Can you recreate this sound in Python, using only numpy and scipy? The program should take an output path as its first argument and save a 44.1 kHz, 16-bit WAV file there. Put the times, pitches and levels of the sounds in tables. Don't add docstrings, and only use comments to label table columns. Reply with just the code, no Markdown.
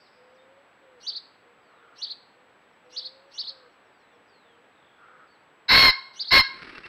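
import sys
import numpy as np
from scipy import signal
from scipy.fft import rfft, irfft
from scipy.io import wavfile

SR = 44100
rng = np.random.default_rng(int(sys.argv[2]) if len(sys.argv) > 2 else 0)


def bounce(signal):
    frames = np.transpose(np.atleast_2d(signal))
    limited = np.clip(frames, -1, 1)
    pcm = np.round(limited * 32767).astype(np.int16)
    wavfile.write(sys.argv[1], SR, pcm)


N = 303408


def amp(db):
    return 10 ** (np.asarray(db) / 20)


def evened(x):
    return x / np.sqrt(np.mean(x ** 2) + 1e-20)


def read(points, hz):
    f, value = np.transpose(points)
    return np.interp(np.log(hz + 1), np.log(f + 1), value)


def add(mix, s, sound):
    part = mix[max(round(s * SR), 0):][:len(sound)]
    part += sound[:len(part)]


def coloured(x, points):
    gain_db = np.maximum(read(points, abs(np.fft.fftfreq(8192, 1 / SR))), -100)
    log_gain = np.log(amp(gain_db))
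    taps = np.fft.ifft(np.exp(np.conj(signal.hilbert(log_gain)))).real[:4096]
    return signal.oaconvolve(x, taps)[:len(x)]


def noise(points):
    return evened(coloured(rng.standard_normal(N), points))


def waver(count, hz):
    f = np.fft.rfftfreq(SR, 1 / SR)
    spectrum = rfft(rng.standard_normal(SR)) / (1 + (f / hz) ** 2) ** 2
    return np.resize(evened(irfft(spectrum, SR)), count)


def phase_of(hz):
    return 2 * np.pi * np.cumsum(hz) / SR


def ramps(t, length, attack, release):
    return np.sin(np.pi / 2 * np.clip(np.minimum(t / attack, (length - t) / release), 0, 1)) ** 2


def note(length, start_hz, middle_hz, end_hz, db, flutter):
    u = np.linspace(0, 1, int(length * SR))
    hz = np.polyval(np.polyfit([0, .5, 1], [start_hz, middle_hz, end_hz], 2), u)
    tone = np.sin(phase_of(hz * (1 + .006 * waver(len(u), 60))))
    level = signal.windows.tukey(len(u), .18) * (1 + flutter * waver(len(u), 35))
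    return amp(db) * evened(tone * level)


# centre_hz, width_hz, level_db
THROAT_RESONANCES = [(1033, 126, -9), (1666, 217, -5), (2116, 177, -1.5), (2750, 480, -16),
                     (3150, 81.95, -14.5), (3964, 240, 2.5), (4223, 250, 0), (5080, 346, -4)]


def throat(x):
    out = np.zeros(len(x))
    for hz, width, db in THROAT_RESONANCES:
        b, a = signal.iirpeak(hz, hz / (1.44 * width), SR)
        out += amp(db) * signal.lfilter(b, a, signal.lfilter(b, a, x))
    return evened(out)


ROUGH_START, ROUGH_END = 0.83, .16
BREAKS = .16
CROW_ATTACK_S, CROW_RELEASE_S = 0.021, 0.016
CROW_ARCH_DB = 21
CROW_LATE = 1.06
CROW_PEAK = .48
CROW_SAG = .27
CROW_WOBBLE = .015
# freq_hz, gain_db
SLAP_COLOUR = [(400, -27), (1200, -3), (2000, -1.5), (3200, -2), (4500, 2), (5400, -16.5), (7000, -22)]


def crow(length, top_hz, effort_db, shimmer=0.23, rasp_hz=420, hiss=0.28, slap_db=3.5, crack=0.42):
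    t = np.arange(0, length, 1 / SR)
    u = t / length
    hz = top_hz * (1 - CROW_SAG * (u - CROW_PEAK) ** 2)
    effort = amp(effort_db + CROW_ARCH_DB * (np.sin(np.pi * u ** CROW_LATE) - 1))
    effort = effort * ramps(t, length, CROW_ATTACK_S, CROW_RELEASE_S)
    rough = ROUGH_START + (ROUGH_END - ROUGH_START) * u + BREAKS * waver(len(t), 190)
    rough = np.clip(rough, .05, .98)
    phase = phase_of(hz * (1 + CROW_WOBBLE * waver(len(t), 330)))
    tone = sum(np.sin(k * phase) for k in range(1, 6)) * (1 + shimmer * waver(len(t), 640))
    cycles = phase_of(rasp_hz * (1 + .3 * waver(len(t), 300))) // (2 * np.pi)
    slaps = np.diff(cycles, prepend=cycles[0]) * amp(slap_db * rng.standard_normal(len(t)))
    rasp = evened(slaps) + hiss * rng.standard_normal(len(t))
    crackle = evened(coloured(slaps, SLAP_COLOUR))
    harsh = 0.8691 * throat(rasp) + crack * crackle
    return effort * (np.sqrt(1 - rough) * throat(tone) + np.sqrt(rough) * harsh)


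WHIRR_START_S, STROKE_GAP_S = 6.49, .0265
STROKE_S = .0145
# time_s, level_db
WHIRR_FORCE = [(6.49, -51.5), (6.62, -44.5), (6.785, -43.5), (6.808, -50.5), (6.835, -45), (6.88, -41)]
# freq_hz, level_db (per Hz)
FEATHER_COLOUR = [(30, -5), (100, -9.5), (370, 3), (700, -14), (1300, 1.5), (2200, 1.5), (3300, -9.5),
                  (4400, -7), (5400, -8), (7400, -26.5), (10000, -8.5), (13000, -49)]
# start_s, peak_db
QUILL_SNAPS = [(6.632, -24), (6.6477, -46), (6.694, -27), (6.733, -35), (6.7817, -23.5)]
# start_s, length_s, pitch_hz, level_db
WING_SQUEAKS = [(6.751, 0.0256, 2707, -51), (6.84, 0.016, 2703, -43.5)]


def wings(grain_db=2.5, rise=0.66, uneven_db=1.0, upstroke_db=-1):
    t = np.arange(N) / SR
    strokes = np.arange(WHIRR_START_S, t[-1], STROKE_GAP_S)
    levels = np.interp(strokes, *np.transpose(WHIRR_FORCE)) + uneven_db * rng.standard_normal(len(strokes))
    levels = levels + upstroke_db * (np.arange(len(strokes)) % 2)
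    power = np.zeros(N)
    for s, db in zip(strokes, levels):
        width = np.where(t < s, rise * STROKE_S, STROKE_S)
        power += amp(db) ** 2 * np.exp(-2 * ((t - s) / width) ** 2)
    out = np.sqrt(power) * noise(FEATHER_COLOUR) * amp(grain_db * waver(N, 580))
    click = coloured(signal.unit_impulse(512), FEATHER_COLOUR)
    for s, db in QUILL_SNAPS:
        add(out, s, amp(db) * click / abs(click).max())
    for s, length, hz, db in WING_SQUEAKS:
        add(out, s, note(length, hz, hz, hz, db, flutter=0.085))
    return out


SLUR_SWELL_DB = 5.5
SLUR_ATTACK_S, SLUR_RELEASE_S = 0.021, 0.014
DROP_S = 0.01213
# freq_hz, gain_db
RASP_COLOUR = [(2200, -14), (3400, -4), (4400, 5), (5400, -2), (6200, 4), (7400, -31.5), (9500, -6.5),
               (11000, -4.5), (13000, -21)]


def slur(length, start_hz, top_hz, climb_s, drop_hz, db, octave_db, beat_hz,
         jitter=0.021, rasp_db=-23, third_db=-17):
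    t = np.arange(0, length, 1 / SR)
    climb = top_hz - (top_hz - start_hz) * np.exp(-(t / climb_s) ** 2)
    hz = climb - drop_hz * np.maximum(1 - (length - t) / DROP_S, 0)
    phase = phase_of(hz * (1 + jitter * waver(len(t), 620)))
    beat = phase_of(beat_hz * (1 + 0.156 * waver(len(t), 120)))
    voices = np.sin(phase) + .5 * np.sin(phase + beat)
    octave = np.sin(2 * phase) + .5 * np.sin(2 * phase + beat)
    overtones = octave + amp(third_db) * np.sin(3 * phase + 2 * np.sin(beat))
    rasp = evened(coloured(rng.standard_normal(len(t)), RASP_COLOUR))
    level = amp(db + SLUR_SWELL_DB * (t / length - 1)) * ramps(t, length, SLUR_ATTACK_S, SLUR_RELEASE_S)
    return level * (voices + amp(octave_db) * overtones + amp(rasp_db) * rasp)


LEAD_IN, CHIRP_END = .1, .12
# start_s (from the accent), length_s, start_hz, top_hz, climb_s, drop_hz (pitch factor not applied),
# level_db, octave_db (overtone against the whistle)
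CHIRP_SLURS = [(-.062, 0.057, 2910, 3390, .045, 0.5, -25, 15),
               (-.02, .051, 3140, 4893, .0155, 1898, 1, -33),
               (0.03, 0.046, 3000, 4920, .027, -0.5, -11.5, -26),
               (0.066, .049, 3250, 4743, .017, 1553, -4, -36)]


def chirp(level_db, pitch, beat_hz, stretch, lead_db=-29, lead_s=-0.062, lead_length=0.01666):
    t = np.arange(-LEAD_IN, CHIRP_END, 1 / (SR * stretch))
    scratch = evened(coloured(rng.standard_normal(len(t)), RASP_COLOUR))
    out = amp(lead_db) * np.exp(-((t - lead_s) / lead_length) ** 2) * scratch
    for s, length, start_hz, top_hz, climb_s, *rest in CHIRP_SLURS:
        part = slur(length * stretch, start_hz * pitch, top_hz * pitch, climb_s * stretch, *rest, beat_hz)
        add(out, (LEAD_IN + s) * stretch, part)
    return amp(level_db) * out


DOVE_STARTS = [.14, 2.82]
# start_s (into the phrase), length_s, start_hz, middle_hz, end_hz, level_db
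DOVE_COOS = [(0, .52, 497, 520, 570, -63), (.665, .21, 547, 517, 466, -62.5), (1.3, .1, 472, 478, 468, -67),
             (1.61, .2, 472, 468, 470, -71), (2.2, .19, 484, 510, 515, -69)]


def dove():
    out = np.zeros(N)
    for start in DOVE_STARTS:
        for s, *row in DOVE_COOS:
            add(out, start + s, note(*row, flutter=0.04257))
    return out


# start_s, length_s, level_db
CROW_CAWS = [(1.647, 0.34944, -62.5), (3.46, 0.24, -64.5), (4.954, 0.34, -58)]
# freq_hz, level_db (per Hz)
HOARSE_COLOUR = [(700, -44), (1100, -10.5), (1370, -2), (1650, -13), (2000, -21), (3000, -38.5)]
# time_s, pitch_hz, level_db, ticks_per_s
FAR_TRILL = [(4.72, 4100, -70.5, 32.74), (4.78, 3626, -63, 46), (4.88, 3370, -60.5, 44),
             (5.0, 3384, -66.5, 38), (5.1, 3252, -81, 37)]


def far_birds(tick_hz=500):
    out, hoarse = np.zeros(N), noise(HOARSE_COLOUR)
    for s, length, db in CROW_CAWS:
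        count = int(length * SR)
        add(out, s, amp(db) * signal.windows.tukey(count, .35) * hoarse[int(s * SR):][:count])
    s, *columns = np.transpose(FAR_TRILL)
    t = np.arange(s[0], s[-1], 1 / SR)
    hz, db, rate = (np.interp(t, s, column) for column in columns)
    u = np.cumsum(rate) / SR % 1
    ticks = np.sin(np.pi * u) ** 4 * np.sin(phase_of(hz + 2 * tick_hz * (.5 - u)))
    add(out, s[0], amp(db) * ticks)
    return out


# start_s, length_s, level_db
FALLING_WHISTLES = [(1.6, .3, -77), (3.91, .28, -77), (4.26, .33, -71)]
SLIDE_HZ, SLIDE_OCTAVES_PER_S = 5100, 2.5
CHIPS_START_S, CHIP_GAP_S = 2.70, .142
CHIP_DB, CHIP_GROWTH_DB = -79, .25
# length_s, start_hz, middle_hz, end_hz
CHIP_SHAPE = (.045, 5950, 5640, 5180)
# start_s, length_s, start_hz, middle_hz, end_hz, level_db
STRAY_NOTES = [(0., .086, 4500, 4560, 3413, -67), (0., .22, 5220, 5100, 5070, -74),
               (0.343, .035, 5900, 5500, 3900, -70), (.38, 0.052, 3630, 3660, 3700, -69.5),
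               (5.269, 0.027, 5100, 4600, 4000, -71.5), (5.294, .074, 4350, 4500, 3740, -69.5),
               (5.388, .05, 4470, 4600, 4300, -79)]


def whistles(flutter=.25, count=12):
    out = np.zeros(N)
    for s, length, db in FALLING_WHISTLES:
        pitches = SLIDE_HZ * 2 ** (-SLIDE_OCTAVES_PER_S * length * np.array([0, .5, 1]))
        add(out, s, note(length, *pitches, db, flutter))
    for k in range(count):
        chip = note(*CHIP_SHAPE, CHIP_DB + k * CHIP_GROWTH_DB, flutter)
        add(out, CHIPS_START_S + k * CHIP_GAP_S, chip)
    for s, *row in STRAY_NOTES:
        add(out, s, note(*row, flutter))
    return out


# freq_hz, level_db (per Hz)
DYING_SONG = [(3400, -18), (4100, -5), (4500, 2), (4800, 11), (5150, 5), (5800, -1), (6600, -28)]


def song_end(db=-64, t60=1.2394):
    return amp(db - 60 * np.arange(N) / SR / t60) * noise(DYING_SONG)


# delay_s, level_db
SHRUB_ECHOES = [(.011, -12), (.027, -21), (.043, -37), (.078, -31)]


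def echoes(x):
    out = np.zeros(N)
    for delay, db in SHRUB_ECHOES:
        add(out, delay, amp(db) * x)
    return out


# freq_hz, t60_s
GARDEN_DECAY = [(200, 0.24), (1000, 0.72), (2100, 0.56), (4200, 0.53), (6000, 0.39), (12000, 0.64)]


def garden(x):
    sparse = rng.random(SR) < 2500 / SR
    onset = np.minimum(np.arange(SR) / (0.012 * SR), 1)
    taps = rng.standard_normal(SR) * sparse * onset
    hz, t, z = signal.stft(taps, SR, nperseg=256)
    decay = amp(-60 * t / read(GARDEN_DECAY, hz)[:, None])
    tail = signal.istft(z * decay, SR, nperseg=256)[1]
    return signal.fftconvolve(x, tail / np.linalg.norm(tail))[:N]


# accent_s, level_db, pitch_factor, voice_gap_hz, length_factor
SMALL_BIRD = [(1.0783, -23.5, 0.96, 345, 0.95), (2.0288, -24.5, 0.93, 397, 0.89),
              (2.974, -25.5, 0.94, 570, 0.93), (3.392, -24.5, 0.94, 553, 1.01),
              (6.205, -22.5, 0.97, 393, 0.9)]
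# start_s, length_s, top_pitch_hz, effort_db
PHEASANT = [(5.68, .236, 1082, 6.5), (6.303, .118, 1077, 4)]
FAR_WET, DOVE_WET = .45, .25
# freq_hz, level_db (per Hz)
HUSH = [(15, -42), (25, -32), (86, -17.5), (153, -13), (288, -9), (363, -8.5), (491, -5.5), (565, -7),
        (801, -6.5), (1650, -8), (1810, -9), (3390, -17), (5520, -29.5), (6500, -20), (8450, -70),
        (14300, -120)]
HUSH_DB = -60.5


def scene():
    small, pheasant = np.zeros(N), np.zeros(N)
    for s, *row in SMALL_BIRD:
        add(small, s - LEAD_IN * row[-1], chirp(*row))
    for s, *row in PHEASANT:
        add(pheasant, s, crow(*row))
    whirr, coos = wings(), dove()
    far = whistles() + far_birds() + song_end()
    near_sends = amp(-14.5) * small + amp(-29) * pheasant + amp(-15.0) * whirr
    scatter = garden(near_sends + FAR_WET * far + DOVE_WET * coos)
    near = small + pheasant + whirr + echoes(amp(2) * small + amp(-4) * pheasant)
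    return (near + far + coos + scatter + amp(HUSH_DB) * noise(HUSH))[None]


# freq_hz, gain_db
PORT = [(20, 1), (2400, 1), (3300, 3.5), (4300, 5.5), (5400, 7.5), (7500, 7.5), (10000, 0.5), (13000, 0)]
# freq_hz, gain_db
CAMERA_FILTER = [(20, 3), (2400, 0), (3300, -4), (4300, -6), (5350, -11.5), (5650, -18), (6100, -22),
                 (7300, -23), (9000, -22.5), (11000, -21), (13600, -20), (15500, -24)]
EDGE_HZ = 15850


def record(dry, ceiling_db=-7, hiss_db=-87, whine_db=-81.0, block_hz=12):
    t = np.arange(N) / SR
    fine = signal.resample_poly(coloured(dry[0], PORT), 2, 1)
    overloaded = signal.resample_poly(amp(ceiling_db) * np.tanh(fine / amp(ceiling_db)), 1, 2)
    coupled = signal.lfilter(*signal.butter(1, block_hz, "high", fs=SR), overloaded)
    whine = np.sin(2 * np.pi * 7797 * t) * np.tanh(12 * np.sin(2 * np.pi * 29.65 * t))
    hiss = amp(hiss_db) * rng.standard_normal(N)
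    out = coloured(coupled, CAMERA_FILTER) + hiss + amp(whine_db) * evened(whine)
    edge = signal.firwin(1023, EDGE_HZ, window=("kaiser", 9), fs=SR)
    return signal.oaconvolve(out, edge, "same")[None]


dry = scene()
out = record(dry)
bounce(out)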